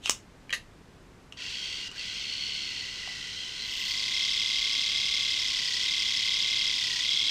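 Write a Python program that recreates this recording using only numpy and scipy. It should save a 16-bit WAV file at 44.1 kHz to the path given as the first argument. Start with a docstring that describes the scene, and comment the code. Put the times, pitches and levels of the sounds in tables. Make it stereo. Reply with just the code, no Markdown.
"""A plastic cap slides and snaps off in a quiet bedroom, close to a stereo microphone, and is put down.
A switch clicks and a small battery eyebrow trimmer buzzes: a geared motor drives its blade about 35
strokes a second. The gears scrape and squeal, their whirr rising and falling with the speed. It chatters
lightly while held low, and pulses louder once raised to the brow; bracelets shimmer on the lifted arm."""
import sys
import numpy as np
from scipy import signal
from scipy.fft import rfft, irfft, next_fast_len
from scipy.io import wavfile
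from scipy.ndimage import map_coordinates

SR = 44100
rng = np.random.default_rng(int(sys.argv[2]) if len(sys.argv) > 2 else 0)


def bounce(signal):
    """Save signal as a 16-bit WAV file at the path given by the first command-line argument."""
    frames = np.transpose(np.atleast_2d(signal))
    limited = np.clip(frames, -1, 1)
    pcm = np.round(limited * 32767).astype(np.int16)
    wavfile.write(sys.argv[1], SR, pcm)


N = 322102
TIME = np.arange(N) / SR
MOTOR_ON_S = 1.36
RATED_SPEED = 36  # the motor's normal speed, in turns per second
CYCLE_TURNS = 3  # the same gear teeth meet again after this many turns


def from_db(db):
    """Turn decibels into a number to multiply by."""
    return 10 ** (np.asarray(db) / 20)


def unit_level(x):
    """Scale a sound so that its average level (rms) is 1."""
    return x / np.sqrt(np.mean(x ** 2) + 1e-20)


def in_time(rows):
    """Join (time, value) points with straight lines, giving a value for every sample."""
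    return np.interp(TIME, *np.transpose(rows))


def swell(at_s, fade_s):
    """A bell-shaped rise and fall, down to about a third at fade_s either side of its peak."""
    return np.exp(-np.square((TIME - at_s) / fade_s))


def wander(rate):
    """A random drift of size about 1 that changes course `rate` times a second."""
    knots = rng.standard_normal(int(N / SR * rate) + 2)
    return np.interp(TIME * rate, np.arange(len(knots)), knots)


def passband(x, side, hz, order):
    """Let through the "low" or the "high" side of a frequency; a higher order cuts more sharply."""
    return signal.sosfilt(signal.butter(order, hz, side, fs=SR, output="sos"), x)


def colour(x, points, phase=1):
    """Shape a sound's tone with a (frequency, level) table."""
    hz, db = np.transpose(points)
    size = next_fast_len(N, True)
    gain = from_db(np.interp(np.log1p(np.fft.rfftfreq(size, 1 / SR)), np.log1p(hz), db))
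    return irfft(rfft(x, size) * gain * phase, size)[:N]


def resonate(x, modes):
    """Make a sound ring at each (frequency, width, level); narrower rings last longer."""
    out = 0
    for hz, width, db in modes:
        r = np.exp(-np.pi * width / SR)
        top = (1 - r * r) / 2
        section = [top, 0, -top, 1, -2 * r * np.cos(2 * np.pi * hz / SR), r * r]
        out = out + from_db(db) * signal.sosfilt([section, section], x)
    return out


# tone of the room's air: (frequency [Hz], level [dB])
AIR_TONE = [(12, -40), (20, -1.5), (49, -3), (228, -6.5), (357, -10.5), (388, -9), (590, -16), (1150, -18),
            (1330, -19), (1480, -19), (7730, -33), (10800, -41.5), (13500, -45), (16000, -62)]
# how much the air differs between left and right: (frequency [Hz], side against middle [dB])
AIR_WIDTH = [(60, -19), (110, -7), (200, -2), (380, 2), (700, 2), (1290, -0.5), (2380, -5.5), (4400, 2.5),
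             (8120, -3.5), (15000, 8)]
# hum of the mains power: (frequency [Hz], level [dB])
MAINS_HUM = [(49.5, -67), (99.7, -67)]
def room_noise():
    """Soft air noise from all around and a mains hum, there from start to end."""
    middle = unit_level(colour(rng.standard_normal(N), AIR_TONE))
    side = colour(unit_level(colour(rng.standard_normal(N), AIR_TONE)), AIR_WIDTH)
    hum = sum(from_db(db) * np.sqrt(2) * np.sin(2 * np.pi * (hz * TIME + rng.random()))
              for hz, db in MAINS_HUM)
    return from_db(-53.5) * np.array([middle + side, middle - side]) + hum


# tone of the sliding cap: (frequency [Hz], width [Hz], level [dB])
CAP_RUB = [(3150, 1500, 1), (5800, 2500, -9)]
def cap_pull():
    """The cap rubs along the barrel as it slides off."""
    rubbing = unit_level(resonate(rng.standard_normal(N), CAP_RUB))
    return from_db(-37.5) * swell(at_s=.069, fade_s=.03) * rubbing


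def taps(rows, body, crunch_db=-14, spot_width_hz=370):
    """Each tap is a clean strike and a brief crunch that ring the whole object and the spot it hits."""
    out, t = np.zeros(N), np.arange(SR // 8) / SR
    for s, peak_db, decay, treble_db, spot_hz, spot_db in rows:
        crunch = from_db(crunch_db) * rng.choice([-1, 1], len(t)) * np.exp(-t / decay)
        strike = (t == 0) + crunch + 1e-18
        ring = resonate(strike, [*body, (spot_hz, spot_width_hz, spot_db)])
        ring = ring + (from_db(treble_db) - 1) * passband(ring, "high", 5000, order=1)
        at = int(s * SR)
        out[at:at + len(t)] += from_db(peak_db) * ring / np.abs(ring).max()
    return out


# plastic clicks, and two quick room echoes of the cap's snap:
# (time [s], peak [dB], fade [s], treble boost [dB], extra ring [Hz], its level [dB])
CLICKS_AND_ECHOES = [(.0586, -14, 0.0026, -18, 2780, 8), (.0755, -23.5, .003, -6, 2480, 1),
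                     (.0957, -9.5, .0009, 7, 6880, 10), (.0968, -8, 0.0016, 2.5, 6100, 11),
                     (.1035, -27, .0026, 2, 6640, 6), (.107, -17.5, 0.0085, 6, 6500, 6),
                     (1.3238, -30, 0.0025, -18, 2940, 22), (1.9145, -31, .003, -15, 2860, 14),
                     (1.9605, -33, .002, -4, 1700, 10)]
# how they all ring: (frequency [Hz], width [Hz], level [dB])
CLICK_RINGS = [(1090, 1900, -1), (2510, 1800, 4.5), (5400, 2130, 6), (7300, 870, -3), (13800, 4000, -14)]
def clicks_and_echoes():
    """The cap snaps off with two quick room echoes; later the switch clicks and two faint ticks follow."""
    return taps(CLICKS_AND_ECHOES, CLICK_RINGS)


def cap_pop(at_s=.0957):
    """One dry, full pulse as the cap comes free."""
    pulse = (np.arange(N) == int(at_s * SR)) + 1e-18
    pulse = passband(pulse, "high", 290, order=2)
    pulse = passband(pulse, "low", 900, order=1)
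    return from_db(-10) * pulse / np.abs(pulse).max()


# knocks of the cap landing:
# (time [s], peak [dB], fade [s], treble boost [dB], ring of the spot hit [Hz], its level [dB])
CAP_KNOCKS = [(.4945, -29.5, .002, -14, 2350, 13), (.5048, -24.5, 0.0032, -14, 3000, 9.5),
              (.5268, -16, 0.0042, -13, 2760, 10), (.5338, -14, 0.0014, -14, 1930, 2),
              (.538, -23.5, 0.015, 14, 4640, -10)]
# how the knocks ring: (frequency [Hz], width [Hz], level [dB])
KNOCK_RINGS = [(480, 1100, -15), (1200, 400, -6), (1990, 750, 5.5), (2710, 790, -0.5), (3750, 1060, -1),
               (6000, 1300, -7.5), (9900, 2500, -16.5)]
def cap_put_down():
    """The cap is put down with a quick run of knocks."""
    return taps(CAP_KNOCKS, KNOCK_RINGS)


# the motor running free: (time [s], speed [turns/s])
MOTOR_SPEED = [(1.44, 32.5), (1.67, 35.26), (2.62, 35.61), (2.67, 35.5), (2.76, 33.5), (3.05, 33.75),
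               (3.5, 34.5), (3.87, 34.67), (4.17, 35.62), (5.75, 36.78), (6.22, 35.54), (7.3, 36.94)]
# drag on the blade: (heaviest at [s], build-up [s], release [s], speed lost [turns/s])
BLADE_DRAGS = [(1.92, .21, .3, 3.6), (3.155, .2, .35, 1.16), (5.75, .77, .24, 3.56), (6.1, .39, .31, .79),
               (6.975, .48, .15, 4.3)]
def motor():
    """Drag builds on the blade and slows the motor, then lets go. Gives turns made, speed, speed lost."""
    lost = sum(most * in_time([(s - build, 0), (s, 1), (s + release, 0)]) ** 2
               for s, build, release, most in BLADE_DRAGS)
    speed = in_time(MOTOR_SPEED) - lost
    turn = .022 + np.cumsum(speed) / SR + .0007 * wander(25)
    return turn, speed, lost


def at_speed(x, turn):
    """Make a sound built at normal speed run faster and slower with the motor."""
    return map_coordinates(x, [turn / RATED_SPEED * SR], order=2, mode="mirror")


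def each_turn(count):
    """A random number that holds for one turn, then changes."""
    return rng.standard_normal(size=400)[count.astype(int)]


def friction(repeat):
    """Scraping: the share `repeat` is the same rough surface passing every gear cycle; the rest is new."""
    surface = signal.resample(rng.standard_normal(1200 * CYCLE_TURNS), 9600 * CYCLE_TURNS)
    place = TIME * RATED_SPEED / CYCLE_TURNS % 1
    worn = np.interp(place, np.linspace(0, 1, len(surface)), surface)
    return np.sqrt(repeat) * unit_level(worn) + np.sqrt(1 - repeat) * rng.standard_normal(N)


# where parts touch in one turn: (place [turns], fade [turns], low [dB], mid [dB], high [dB], rasp [dB])
CONTACTS = [(.125, .13, -10, 1, -4, -1), (.27, .1, -12, -1, -6, -3), (.43, .06, -9, -4, -4, -5),
            (.57, .06, 4, 1, 4, 3), (.66, .25, -2, -6, 0, -1), (.92, .06, -4, 0, 3, 1)]
def contact_force(uneven_db, slop, sliding_db, attack):
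    """The push behind the whirrs and rasp: parts bite and let go. Timing slop and attack are in turns."""
    power = np.full((4, N), from_db(sliding_db) ** 2)
    for place, decay, *part_db in CONTACTS:
        count, since = np.divmod(TIME * RATED_SPEED - place + slop * wander(40) + 2, 1)
        strength = from_db(uneven_db * each_turn(count))
        force = strength * (1 - np.exp(-since / attack)) * np.exp(-since / decay)
        power += np.outer(from_db(part_db) ** 2, force ** 2)
    return np.sqrt(power / power.mean(axis=1, keepdims=True))


# for each band, how closely a squeal's pitch follows the motor [1 fully, 0 not at all]
PITCH_FOLLOW = {"low": 0.99, "mid": 0.21, "high": 0}
# for each band, how much the pitch hops from turn to turn [share of the pitch]
PITCH_HOP = {"low": .003, "mid": .008, "high": .022}
# for each band, how much the strength varies from turn to turn [dB]
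UNEVEN_DB = {"low": 1, "mid": .9, "high": 1.2}
# squeals in every turn, at normal speed: (band, place [turns], length [turns], glide [turns], start [Hz],
# end [Hz], held low [dB], at the brow [dB], strongest turn of the gear cycle, on other turns [dB])
GEAR_SQUEALS = [("low", .58, .46, .065, 3000, 2080, 0, 0, 0, 0),
                ("mid", .58, .16, .1, 3700, 3050, 2, 0, 1, -3),
                ("mid", .85, .21, .12, 3550, 2950, -2, 0, 0, -1),
                ("mid", .11, .16, .14, 3050, 4100, -2, 4, 0, -5),
                ("mid", .15, .25, .3, 3400, 3180, -2, .5, 1, -1),
                ("mid", .1, .2, .1, 3450, 2950, 1, -12, 0, 0),
                ("mid", .33, .15, .1, 2950, 2550, 0, -4, 1, -5),
                ("high", .565, .14, .12, 4700, 4150, 2, -2, 1, -4),
                ("high", .08, .22, .1, 4550, 4300, 1, -12, 0, 0),
                ("high", .83, .15, .1, 4650, 3950, 0, 0, 2, -7),
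                ("high", .86, .13, .1, 3600, 5800, -10, 4, 1, -12),
                ("high", .68, .16, .1, 5500, 4900, -10, -3, 1, -6),
                ("high", .93, .12, .1, 5200, 4800, -8, 7, 0, -13)]
def squeals(turn, speed, jitter_s=.000032):
    """Gripping parts sing briefly and glide in pitch. Gives three bands held low, three at the brow."""
    out = {"low": 0, "mid": 0, "high": 0}
    for band, place, length, glide, start_hz, end_hz, *db, best_turn, other_db in GEAR_SQUEALS:
        count, since = np.divmod(turn - place + 2, 1)
        cycles = (end_hz * since + (start_hz - end_hz) * glide * (1 - np.exp(-since / glide))) / speed
        hop = 1 + PITCH_HOP[band] * each_turn(count)
        cycles = cycles * hop * (speed / RATED_SPEED) ** PITCH_FOLLOW[band]
        offset = rng.random() + jitter_s * end_hz * each_turn(count)
        arch = np.sqrt(np.abs(np.sin(np.pi * np.minimum(since / length, 1) ** .8)))
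        strength = from_db(UNEVEN_DB[band] * each_turn(count))
        strength = strength * np.where(count % CYCLE_TURNS == best_turn, 1, from_db(other_db))
        out[band] += np.outer(from_db(db), strength * arch * np.sin(2 * np.pi * (cycles + offset)))
    return [[unit_level(x) for x in bands] for bands in zip(*out.values())]


# the gears' low, mid and high whirr at normal speed, held low or at the brow:
# (frequency [Hz], width [Hz], level [dB])
WHIRR_LOW = [(2179, 380, 0)]
WHIRR_MID_HELD = [(2880, 500, 1), (2990, 1160, -2.5)]
WHIRR_MID_BROW = [(2765, 570, -7.5), (3100, 490, -4.5), (3800, 440, 0.5)]
WHIRR_HIGH_HELD = [(3970, 1900, 0)]
WHIRR_HIGH_BROW = [(4030, 1000, 9.2), (4960, 1720, 7.5)]
# tone of the blade's sliding steel: (frequency [Hz], level [dB])
BLADE_RASP = [(300, -43), (900, -22.5), (1300, -18), (1750, -13), (2400, -4), (4000, 1.5), (5050, 0.5),
              (6200, -3), (7400, -11.5), (8400, -14), (9700, -22.5), (11500, -33), (14500, -27),
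              (16000, -41)]
def gears_and_blade(scraping, singing, turn, at_brow):
    """Three whirrs of scrape plus squeal, and the blade's rasp; the lower two whirrs bend with speed."""
    low, mid, high, rasp = scraping
    low = at_speed(passband(resonate(low, WHIRR_LOW), "high", 1990, order=6), turn)
    mid = at_speed(resonate(mid, WHIRR_MID_BROW if at_brow else WHIRR_MID_HELD), turn)
    high = resonate(at_speed(high, turn), WHIRR_HIGH_BROW if at_brow else WHIRR_HIGH_HELD)
    rasp = colour(at_speed(rasp, turn), BLADE_RASP)
    squeal_db = (4, 9, 7) if at_brow else (-6, 4, 3)  # against the scrape: low, mid, high
    whirrs = [unit_level(unit_level(scrape) + from_db(db) * squeal)
              for scrape, squeal, db in zip((low, mid, high), singing, squeal_db)]
    return np.array([*whirrs, unit_level(rasp)])


# how the whirr swells and sinks: (time [s], level [dB])
WHIRR_SWELL = [(1.37, 5), (1.47, 0.5), (1.76, 1.5), (1.87, -2.5), (2.05, 1.5), (2.6, 4), (2.95, -3.5),
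               (3.5, -3.5), (3.8, -6), (4.05, -7.5), (4.2, -2), (6.9, -0.5), (7.15, -1.5)]
# the buzz's four parts (low, mid and high whirr, then rasp):
# (held low [dB], at the brow [dB], change with speed lost [dB per turn/s], share of WHIRR_SWELL)
BUZZ_PARTS = [(-47, -38, -0.86, 0.42), (-41.5, -30, -1.5, 0.84), (-51.5, -36, -0.5, 0.92),
              (-40, -32.5, 0, 0.27)]
def buzz_gains(raised, lost):
    """All parts grow as the trimmer is lifted; cutting damps the whirr, so the rasp stands out."""
    whirr_db = in_time(WHIRR_SWELL)
    start_db = -14 * np.exp(-np.maximum(TIME - MOTOR_ON_S, 0) / .037)
    # the buzz drops briefly as the motor labours: start, fall, hold and rise in seconds
    dip_db = np.interp(TIME, np.cumsum([1.88, .0042, .041, .071]), [0, -12.5, -12.5, 0])
    return from_db([(1 - raised) * held_db + raised * (brow_db + cutting_db * lost)
                    + share * whirr_db + start_db + dip_db
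                    for held_db, brow_db, cutting_db, share in BUZZ_PARTS])


# the motor's whine at the brow: (pitch [times the turn rate], level [dB])
WHINE_TONES = [(29, -63), (31, -61), (43, -71)]
# hiss of the motor's brushes: (frequency [Hz], width [Hz], held low [dB], at the brow [dB])
BRUSH_HISS = [(1130, 165, -69, -66), (1498, 260, -57.5, -61)]
def motor_whine(turn, raised, held_low_db=-9, flutter_db=1.8):
    """Thin fluttering tones that ride with the speed, and two bands of brush hiss at fixed pitch."""
    out = 0
    for multiple, db in WHINE_TONES:
        gain = from_db(db + held_low_db * (1 - raised) + flutter_db * wander(30))
        out += gain * np.sqrt(2) * np.sin(2 * np.pi * multiple * turn)
    brushes = at_speed(friction(repeat=.28), turn)
    for hz, width, held_db, brow_db in BRUSH_HISS:
        gain = from_db((1 - raised) * held_db + raised * brow_db)
        out += gain * unit_level(resonate(brushes, [(hz, width, 0)]))
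    return out


# rings of the case: (time [s], fade either side [s], frequency [Hz], width [Hz], level [dB])
CASE_RINGS = [(1.378, 0.015, 4600, 500, -52), (1.45, .03, 2830, 300, -44), (1.616, 0.2, 4610, 600, -47),
              (1.65, .12, 3250, 400, -46), (1.855, .035, 2850, 300, -42), (1.93, .04, 2850, 250, -53),
              (1.998, 0.018, 4550, 400, -40), (2.0, .016, 2750, 300, -44), (2.48, 0.3, 4360, 480, -40.5),
              (2.85, .2, 4520, 550, -50), (2.95, .27, 2850, 500, -48.5), (3.1, .4, 2000, 400, -53),
              (3.35, .15, 4020, 550, -47), (3.42, .17, 3080, 550, -46), (3.62, 0.066, 4080, 500, -40.5),
              (3.8, .1, 2820, 600, -44), (3.96, 0.1, 4400, 1400, -38), (7.2, .13, 3330, 800, -37)]
def case_rings(whirr):
    """The whirr makes the case ring; each ring swells and fades as the grip shifts."""
    return sum(from_db(db) * swell(s, fade) * unit_level(resonate(whirr, [(hz, width, 0)]))
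               for s, fade, hz, width, db in CASE_RINGS)


def trimmer(raised):
    """The whole buzz: gears and blade repeat their stroke every turn, the motor whines, the case rings."""
    turn, speed, lost = motor()
    loose = friction(repeat=.4) * contact_force(uneven_db=1, slop=.006, sliding_db=-6, attack=.022)
    firm = friction(repeat=.6) * contact_force(uneven_db=.7, slop=.003, sliding_db=-11, attack=.016)
    held_squeals, brow_squeals = squeals(turn, speed)
    held = gears_and_blade(loose, held_squeals, turn, at_brow=False)
    brow = gears_and_blade(firm, brow_squeals, turn, at_brow=True)
    parts = np.sqrt(1 - raised) * held + np.sqrt(raised) * brow
    whirr = sum(parts[:3])
    buzz = sum(buzz_gains(raised, lost) * parts) + motor_whine(turn, raised) + case_rings(whirr)
    return buzz * np.clip((TIME - MOTOR_ON_S) / .02, 0, 1)


# a bump: (time [s], peak [dB], fade [s], treble boost [dB], ring of the spot hit [Hz], its level [dB])
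HAND_BUMPS = [(3.075, -35, 0.003, -6, 804, 7)]
# how the bump rings: (frequency [Hz], width [Hz], level [dB])
BUMP_RINGS = [(1130, 560, 2)]
def hand_bump():
    """One dull bump in the hand."""
    return taps(HAND_BUMPS, BUMP_RINGS)


# how the bracelets' links ring: (frequency [Hz], width [Hz], level [dB])
LINK_RINGS = [(12100, 1000, -2), (14200, 980, 1)]
def bracelets():
    """Small chain links shimmer faintly and unevenly as bracelets slide down the lifted arm."""
    jostling = rng.standard_normal(N) * from_db(3.6 * wander(160))
    links = passband(unit_level(resonate(jostling, LINK_RINGS)), "high", 10000, order=4)
    return from_db(-60.5) * swell(at_s=3.82, fade_s=.15) * links


# stereo width by frequency; the top treble is spread very wide: (frequency [Hz], side against middle [dB])
STEREO_WIDTH = [(1000, -43), (2400, -27), (3300, -13.5), (5000, -4.5), (7000, -2), (9000, 1.5),
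                (10500, 18.5), (13000, 17), (15500, -38)]
# echoes off nearby surfaces: (delay [s], level against the room's tail [dB])
NEAR_ECHOES = [(.0031, -9.5), (.0081, -9.5), (0.01, -6)]
def bedroom(x, echo_db, wall_hz=12000, die_away_s=.19):
    """Spread the treble between left and right, then add the room's near echoes and short tail."""
    side = colour(x, STEREO_WIDTH, phase=-1j)
    widened = np.array([x + side, x - side])
    t = np.arange(SR // 3) / SR
    onset = np.clip((t - .004) / .00099, 0, 1)
    tail = rng.standard_normal((2, len(t))) * from_db(-60 * t / die_away_s) * onset
    tail = passband(tail / np.sqrt(np.sum(tail[0] ** 2)), "low", wall_hz, order=1)
    # the microphone's two halves sit close together, so they hear low notes alike
    apart = passband(tail[1], "high", 4200, order=2) * from_db(1.5)
    response = from_db(echo_db) * np.array([tail[0] + apart, tail[0] - apart])
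    for delay, db in NEAR_ECHOES:
        response[:, int(delay * SR)] += from_db(db + echo_db)
    return widened + signal.fftconvolve(x[None], response, axes=1)[:, :N]


def scene():
    """Handling sounds and the buzz, which echoes less as the trimmer comes up before the microphone."""
    handling = clicks_and_echoes() + cap_put_down() + hand_bump() + cap_pull() + bracelets()
    raised = np.clip((TIME - 3.54) / .39, 0, 1)  # 0 held low, 1 at the brow
    buzz = trimmer(raised)
    held_low = bedroom(buzz * (1 - raised), echo_db=-11.5) * from_db([[-1.4], [-.7]])  # left, right
    at_brow = bedroom(buzz * raised, echo_db=-16) * from_db([[-.9], [.4]])
    return bedroom(handling, echo_db=-7, wall_hz=12100) + cap_pop() + held_low + at_brow + room_noise()


def record(dry):
    """The very highest treble, above 15500 Hz, is cut off sharply."""
    return signal.sosfilt(signal.ellip(10, .1, 80, 15500, fs=SR, output="sos"), dry)


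dry = scene()
out = record(dry)
bounce(out)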